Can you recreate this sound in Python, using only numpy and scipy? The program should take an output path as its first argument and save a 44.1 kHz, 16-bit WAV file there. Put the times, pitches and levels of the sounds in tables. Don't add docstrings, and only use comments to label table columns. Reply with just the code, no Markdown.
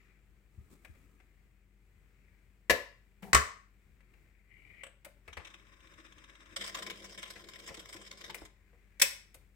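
import sys
import numpy as np
from scipy import signal
from scipy.fft import rfft, irfft, next_fast_len
from scipy.io import wavfile
from scipy.ndimage import uniform_filter1d, map_coordinates

SR = 44100
rng = np.random.default_rng(int(sys.argv[2]) if len(sys.argv) > 2 else 0)


def unload_audio(sound):
    columns = np.transpose(np.atleast_2d(sound))
    steps = np.round(np.clip(columns, -1, 1) * 32767)
    wavfile.write(sys.argv[1], SR, steps.astype(np.int16))


N = 421155

# (time [s], hiss [dB], rumble [dB])
RIM_DRAG = [(6.569, -55.5, -63.5), (6.69, -55.5, -61), (6.9, -67, -59), (6.96, -62, -61),
            (8.32, -62, -65.5), (8.459, -70, -69)]
# (pitch [Hz], width [Hz], level [dB])
ARM_MODES = [(1032, 18.7, 14.5), (2234, 13, 13), (3120, 200, -39), (3680, 115, 9.5), (5090, 175, 5.5),
             (5420, 80, -52), (6500, 150, -1), (8000, 600, 0), (8600, 64, -7)]


def amp(db):
    return 10 ** (np.asarray(db) / 20)


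def along(points, hz):
    freqs, values = np.transpose(points)
    return np.interp(np.log(hz + 1), np.log(freqs + 1), values)


def curves(rows, fade=0.1):
    times, *columns = np.transpose(rows)
    t = np.arange(N) / SR
    gate = np.clip(1 + np.minimum(t - times[0], times[-1] - t) / fade, 0, 1) ** 2
    return [gate * amp(np.interp(t, times, db)) for db in columns]


def wobble(rate):
    return map_coordinates(rng.standard_normal(int(N * rate / SR) + 4), [np.arange(N) * rate / SR])


def grit(gain):
    return gain * rng.standard_normal((2, len(gain)))


def burst(t, rise, t60):
    return (1 - np.exp(-t / rise)) * amp(-60 * t / t60)


def add(track, s, sound):
    start = round(s * SR)
    track[..., start:start + sound.shape[-1]] += sound[..., :track.shape[-1] - start]


def pan(db):
    return amp([[db / 2], [-db / 2]])


def filtered(x, response):
    size = x.shape[-1]
    padded = next_fast_len(size + SR // 4, True)
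    return irfft(rfft(x, padded) * response(np.fft.rfftfreq(padded, 1 / SR)), padded)[..., :size]


def patchy(x, depth_db, size):
    spectrum = signal.stft(x, SR, nperseg=size)[2]
    field = uniform_filter1d(rng.standard_normal(spectrum.shape[1:]), size=6, axis=0)
    field = uniform_filter1d(field, size=14, axis=1)
    return signal.istft(spectrum * amp(depth_db * field / field.std()), SR, nperseg=size)[1][:, :N]


def body(colour, modes=(), ring_db=0, size=8192):
    freqs = np.fft.rfftfreq(size, 1 / SR)
    power = amp(along(colour, freqs)) ** 2
    for hz, width, db in modes:
        power = power + (amp(db + ring_db) / (1 + ((freqs - hz) / width) ** 2)) ** 2
    cepstrum = irfft(np.log(power) / 2)
    cepstrum[1:size // 2] *= 2
    cepstrum[size // 2 + 1:] = 0
    response = irfft(np.exp(rfft(cepstrum)))
    return response / np.linalg.norm(response)


def radiate(force, response, lag_ms=0):
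    likeness = [(60, 0.5), (300, 0.81), (640, 0.83), (1400, 0.38), (3000, .15), (8000, 0.27),
                (15000, 0.083)]

    def mid_side_gains(hz):
        angle = np.arccos(np.clip(along(likeness, hz), -1, 1)) / 2
        return np.array([np.cos(angle), np.sin(angle)])

    pair = signal.oaconvolve(force, response[None], axes=1)[:, :force.shape[1]]
    mid, side = filtered(pair, mid_side_gains)
    left = filtered(mid + side, lambda hz: np.exp(-2j * np.pi * hz * lag_ms / 1000))
    return np.array([left, mid - side])


def rub(gain, colour, unsteady_db):
    roughness = amp(2 * wobble(200))
    return patchy(radiate(grit(gain * roughness), body(colour)), unsteady_db, size=1024)


def strikes(rows, response, rise, t60, lag_ms=0):
    out, t = np.zeros((2, N)), np.arange(SR // 3) / SR
    for s, db, treble_db in rows:
        hit = radiate(grit(burst(t, rise, t60)), response, lag_ms)
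        treble = filtered(hit, lambda hz: hz ** 2 / (hz ** 2 + 4000 ** 2))
        treble_gain = amp(treble_db) * (1.16 + 0.4 * np.exp(-t / 0.002))
        add(out, s, amp(db) * (hit + (treble_gain - 1) * treble))
    return out


def room_tone():
    colour = [(25, -21), (70, 4.5), (130, -3), (230, -13), (400, -11.5), (500, -19.5), (850, -25.5),
              (2100, -21), (3900, -31.5), (6000, -35.5), (7900, -29.5), (10000, -38), (15000, -32.5)]
    return amp(-69) * radiate(grit(amp(1.2 * wobble(6.9))), body(colour))


def room_echo(x):
    decay = [(100, 0.18), (300, 0.29), (700, 0.37), (1900, 0.41), (5000, 0.39), (13000, 0.29)]
    hz, t, noise = signal.stft(rng.standard_normal((2, SR // 2)), SR, nperseg=256)
    tail = signal.istft(noise * burst(t, 0.004, along(decay, hz)[:, None]), SR, nperseg=256)[1]
    walls = body([(60, 0.0), (500, 1.5), (2000, -2.5), (8000, -4.5), (15000, -3.5)])
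    tail = radiate(tail / np.linalg.norm(tail[0]), walls)
    return signal.fftconvolve(x, tail, axes=1)[:, :N]


def motor():
    tones = [(48.4, -66.5), (199.2, -80)]
    t = np.arange(N) / SR
    return sum(amp(db + 0.6 * wobble(3.8)) * np.sqrt(2) * np.sin(2 * np.pi * hz * t + .4 * wobble(12))
               for hz, db in tones)


def cam():
    swells = [(-0.3, 0.52, -64.5), (0.652, 0.75, -88), (1.98, 0.48, -76.5), (3.8, 0.76, -80.5),
              (8.4, 0.95, -78.5)]
    colour = [(150, -16), (380, -6), (550, -14), (900, -17), (1500, -7.5), (2100, -0.5), (2550, -5.5),
              (3000, -18), (6000, -23.5), (8000, -27), (11000, -35.5)]
    idle_db, fade_s = -86.5, 0.36
    t = np.arange(N) / SR
    pressure = amp(idle_db) + sum(amp(db) * np.clip(np.minimum(t - s, s + length - t) / fade_s, 0, 1)
                                  for s, length, db in swells)
    return pan(2) * rub(pressure, colour, unsteady_db=2.5)


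def linkage():
    friction = [(0.55, -73), (0.69, -70.5), (0.73, -56), (0.77, -68.5), (0.95, -69.5), (1.25, -73.5)]
    colour = [(100, 6), (350, 7), (700, -15.5), (1100, -9.5), (1270, -2), (1450, -17), (5500, -20.5),
              (8000, -14.5), (10500, -22), (15000, -18.5)]
    return rub(curves(friction)[0], colour, unsteady_db=-1)


def arm_pivot():
    friction = [(4.48, -80), (4.508, -67.5), (4.68, -63), (4.83, -58.5)]
    colour = [(300, -6), (620, -6), (900, -16), (1700, -10), (1980, 14), (2380, 10.5), (2600, -2),
              (2900, 1), (3400, -13.5), (6500, -30), (8000, -25), (10000, -35)]
    return pan(2) * rub(curves(friction)[0], colour, unsteady_db=2)


def deck():
    pushes = [(0.574, -42.5), (0.889, -48), (2.699, -38.5), (3.332, -28.5), (3.349, -30), (5.277, -54),
              (5.368, -49), (8.415, -53)]
    colour = [(20, -23.5), (40, -3.5), (72, 4.5), (110, -9.5), (200, -18.5), (500, -51.5), (1500, -76)]
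    force, t = np.zeros(N), np.arange(SR // 3) / SR
    for s, db in pushes:
        add(force, s, amp(db) * burst(t, rise=.002, t60=.14))
    return pan(-1.3) * radiate(grit(force), body(colour))


def lever_ticks():
    hits = [(0.847, -43.5, -8.5), (0.949, -57, -14), (1.2, -52.5, -30), (3.227, -39.5, -17),
            (4.004, -56.5, -19), (4.136, -56, -17), (5.047, -43, 4.5), (5.277, -38.5, -17),
            (5.369, -28, -47), (8.344, -35, 3), (9.343, -56, 16)]
    colour = [(150, -26.5), (500, -9), (800, -14), (1600, -10), (2150, -5.5), (3100, -15), (4500, -20),
              (7200, -22.5), (8100, -14), (9000, -19.5), (16000, -22.5)]
    return pan(0.91) * strikes(hits, body(colour), rise=0.003, t60=0.051)


def arm_stop():
    hits = [(4.834, -36, -3), (4.865, -43, -6.5)]
    colour = [(150, -28), (600, -5.5), (850, -13), (1100, -6), (1700, -4.5), (2200, -3.5), (3100, -2),
              (4500, -22), (7200, -21), (8100, -4), (9000, -19), (16000, -29)]
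    modes = [(8000, 190, -0.5)]
    return pan(1) * strikes(hits, body(colour, modes), rise=0.0012, t60=0.042)


def arm_jolts():
    knocks = [(5.062, -48.5, 590), (5.368, -51, 2230), (5.397, -47, 1000), (7.356, -42.5, 1810),
              (7.687, -40.5, 1990), (7.704, -40.5, 420), (7.773, -43, 340), (7.948, -47, 316),
              (8.295, -42, 910), (8.415, -42, 330), (8.73, -58.5, 520), (9.345, -54, 504)]
    shape = [(.3, 2.5), (.75, -3), (1, 11.5), (1.4, 0.5), (3, -5), (6, -18.5), (12, -37)]
    out, t = np.zeros((2, N)), np.arange(SR // 4) / SR
    for s, db, hz in knocks:
        colour = [(hz * multiple, level) for multiple, level in shape]
        add(out, s, amp(db) * radiate(grit(burst(t, rise=0.0033, t60=0.076)), body(colour)))
    return out


def slips(rows, length, grain_db):
    force, t = np.zeros(N), np.arange(SR // 8) / SR
    age = 2 * t / length
    for s, db in rows:
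        add(force, s - .003, amp(db) * age ** 2 * np.exp(2 - 2 * age))
    return grit(force * amp(grain_db * wobble(900)))


def groove_skips(count):
    start_s, first_gap_s, shrink_s = 5.597, 0.0708, 0.00144
    peak_s, peak_db, fall_db_per_s = 6.2, -55.5, 16.5
    k = np.arange(count)
    times = start_s + first_gap_s * k - shrink_s * k * (k - 1) / 2
    return list(zip(times, peak_db - fall_db_per_s * np.abs(times - peak_s)))


def needle_skating():
    bounces = [(5.33, -48), (5.449, -47), (5.472, -50.5), (5.503, -58), (5.54, -51)]
    friction = [(5.3, -69.5), (5.414, -66.5), (6.55, -64)]
    drag_colour = [(60, -5.5), (170, -4), (330, 9.5), (450, -6), (600, 2.5), (780, -21), (1080, 7),
                   (1280, 0), (1660, 4.5), (3800, -9), (4430, -27), (5400, -7.5), (10000, -30),
                   (16000, -32)]
    skip_colour = [(300, -35), (1100, 1), (2500, -1), (3700, 5.5), (4600, -19), (5700, -5), (7500, -11),
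                   (9500, -19.5), (15000, -27)]
    drag_force = grit(curves(friction)[0] * amp(3.8 * wobble(70)))
    drag = radiate(drag_force, body(drag_colour, ARM_MODES, ring_db=-9), lag_ms=-0.22)
    skip_force = slips(bounces + groove_skips(count=16), length=0.012, grain_db=2)
    skips = radiate(skip_force, body(skip_colour), lag_ms=-0.22)
    return pan(0.95) * (drag + skips)


def chatter(max_count):
    gap_s, scatter_gaps = 0.032, 0.4
    over_drag_db, scatter_db = 6.5, 3
    drag_times, drag_db, _ = np.transpose(RIM_DRAG)
    late, strong = rng.standard_normal((max_count, 2)).T
    times = drag_times[0] + gap_s * (np.arange(max_count) + 1 + scatter_gaps * late)
    db = np.interp(times, drag_times, drag_db) + over_drag_db + scatter_db * strong
    on_rim = times < drag_times[-1]
    return list(zip(times[on_rim], db[on_rim]))


def needle_on_rim():
    hard_catches = [(6.563, -35.5), (6.61, -41), (6.641, -42), (6.675, -44), (6.746, -37.5), (6.77, -45),
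                    (6.786, -42), (6.823, -40), (6.865, -41.5), (6.899, -37), (7.044, -47.5), (7.177, -46),
                    (7.228, -43.5), (7.303, -44.5), (7.556, -51.5), (7.675, -45), (7.794, -46),
                    (7.888, -49.5), (7.927, -47), (8.241, -48), (8.452, -52.5)]
    scrape_colour = [(350, -27.5), (600, -2), (881, -14), (1080, 1), (1210, -3), (2180, 2), (2570, -8),
                     (3210, 3.5), (4520, -10), (5260, 0.5), (6200, -10), (8270, -6.5), (8990, -19.5),
                     (12800, -18), (16000, -21.5)]
    rumble_colour = [(60, -5), (120, -8), (200, 5), (260, -3.5), (345, 5), (460, -1.5), (560, 0),
                     (900, -18), (2000, -53)]
    hiss, shake = curves(RIM_DRAG, fade=0.0054)
    force = slips(hard_catches, length=0.015, grain_db=2)
    force += slips(chatter(max_count=90), length=0.013, grain_db=3.5)
    force += grit(hiss * amp(5.45 * wobble(90)))
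    scrape = radiate(force, body(scrape_colour, ARM_MODES, ring_db=-7), lag_ms=-0.2)
    scrape = patchy(scrape, depth_db=3, size=256)
    rumble = radiate(grit(shake * amp(2.3 * wobble(27))), body(rumble_colour))
    return scrape + rumble


def pawl():
    hits = [(2.697, -13, -5), (2.704, -16.5, 1)]
    colour = [(60, -25.5), (160, -23.5), (270, -10.5), (420, -9.5), (500, -5), (550, -5.5), (600, -11.5),
              (1080, -17), (1480, -19), (1900, -9.5), (2500, -17.5), (3400, -18.5), (8000, -26),
              (9500, -31), (13000, -27), (16000, -36)]
    modes = [(532, 83, -14.5), (1080, 61, -3), (1700, 33, 3), (1940, 88, -0.5), (2090, 24, -4),
             (2765, 49, -3), (2730, 48, -16)]
    return strikes(hits, body(colour, modes, ring_db=-11), rise=0.0019, t60=0.061)


def latch():
    hits = [(8.997, -24, -2.5), (9.015, -12.5, -0.5), (9.018, -12, 7.5), (9.024, -16, -10)]
    colour = [(88, -50.5), (150, -27), (410, -20), (560, -9.5), (730, -22.5), (1080, -12), (1190, -15),
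              (2020, -4.5), (3040, -9), (5250, -11), (6770, -11.5), (8230, -8.5), (16000, -19)]
    modes = [(2024, 52, -3.5), (4770, 53, -13.5), (5250, 140, 3), (5740, 100, 5.5), (7980, 76, 10.5),
             (10420, 47, -24.5)]
    response = body(colour, modes, ring_db=-9)
    return pan(0.0066) * strikes(hits, response, rise=0.0033, t60=0.039, lag_ms=-0.039)


def falling_record():
    friction = [(3.225, -48.5), (3.32, -57)]
    slide_colour = [(100, -19), (198, 1.5), (270, -21.5), (440, -10.5), (580, -24), (770, -10), (1400, -32),
                    (1950, -23.5), (2600, -36.5), (15000, -35)]
    hits = [(3.331, -15, 1), (3.347, -9.5, -0.5), (3.364, -20, -1.5), (3.374, -23, -3.5)]
    disc_colour = [(60, -24.5), (100, -12.5), (244, -17.5), (700, -16), (950, -22), (1110, -0.5),
                   (1350, -8), (1500, -9), (1800, -8), (2150, -13), (3250, -21), (8100, -18.5),
                   (8900, -28.5), (16000, -34)]
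    modes = [(1075, 73, 0.5), (1362, 35, -8), (2000, 130, -3), (3000, 190, -13.5), (3660, 73, -18),
             (5330, 180, -20), (7980, 390, -11.5)]
    disc = body(disc_colour, modes, ring_db=-5)
    slaps = pan(-0.76) * strikes(hits, disc, rise=0.00023, t60=0.053, lag_ms=.22)
    slide = radiate(grit(curves(friction, fade=.005)[0]), body(slide_colour))
    return slide + slaps


def scene():
    blows = pawl() + falling_record() + latch() + lever_ticks() + arm_stop() + deck()
    scraping = needle_skating() + needle_on_rim() + arm_jolts()
    echo = room_echo(amp(-9) * blows + amp(-10.5) * scraping)
    background = motor() + cam() + arm_pivot() + linkage() + room_tone()
    return background + echo + scraping + blows


def record(dry):
    balance = [(60, 6.5), (380, 2.5), (1290, 3.5), (2380, 12.5), (3200, -0.5), (4400, -1.5), (15000, 0.5)]
    top_hz = 16050
    coloured = filtered(dry, lambda hz: amp(np.outer([.5, -.5], along(balance, hz))))
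    return filtered(coloured, lambda hz: 1 / (1 + (hz / top_hz) ** 120))


dry = scene()
out = record(dry)
unload_audio(out)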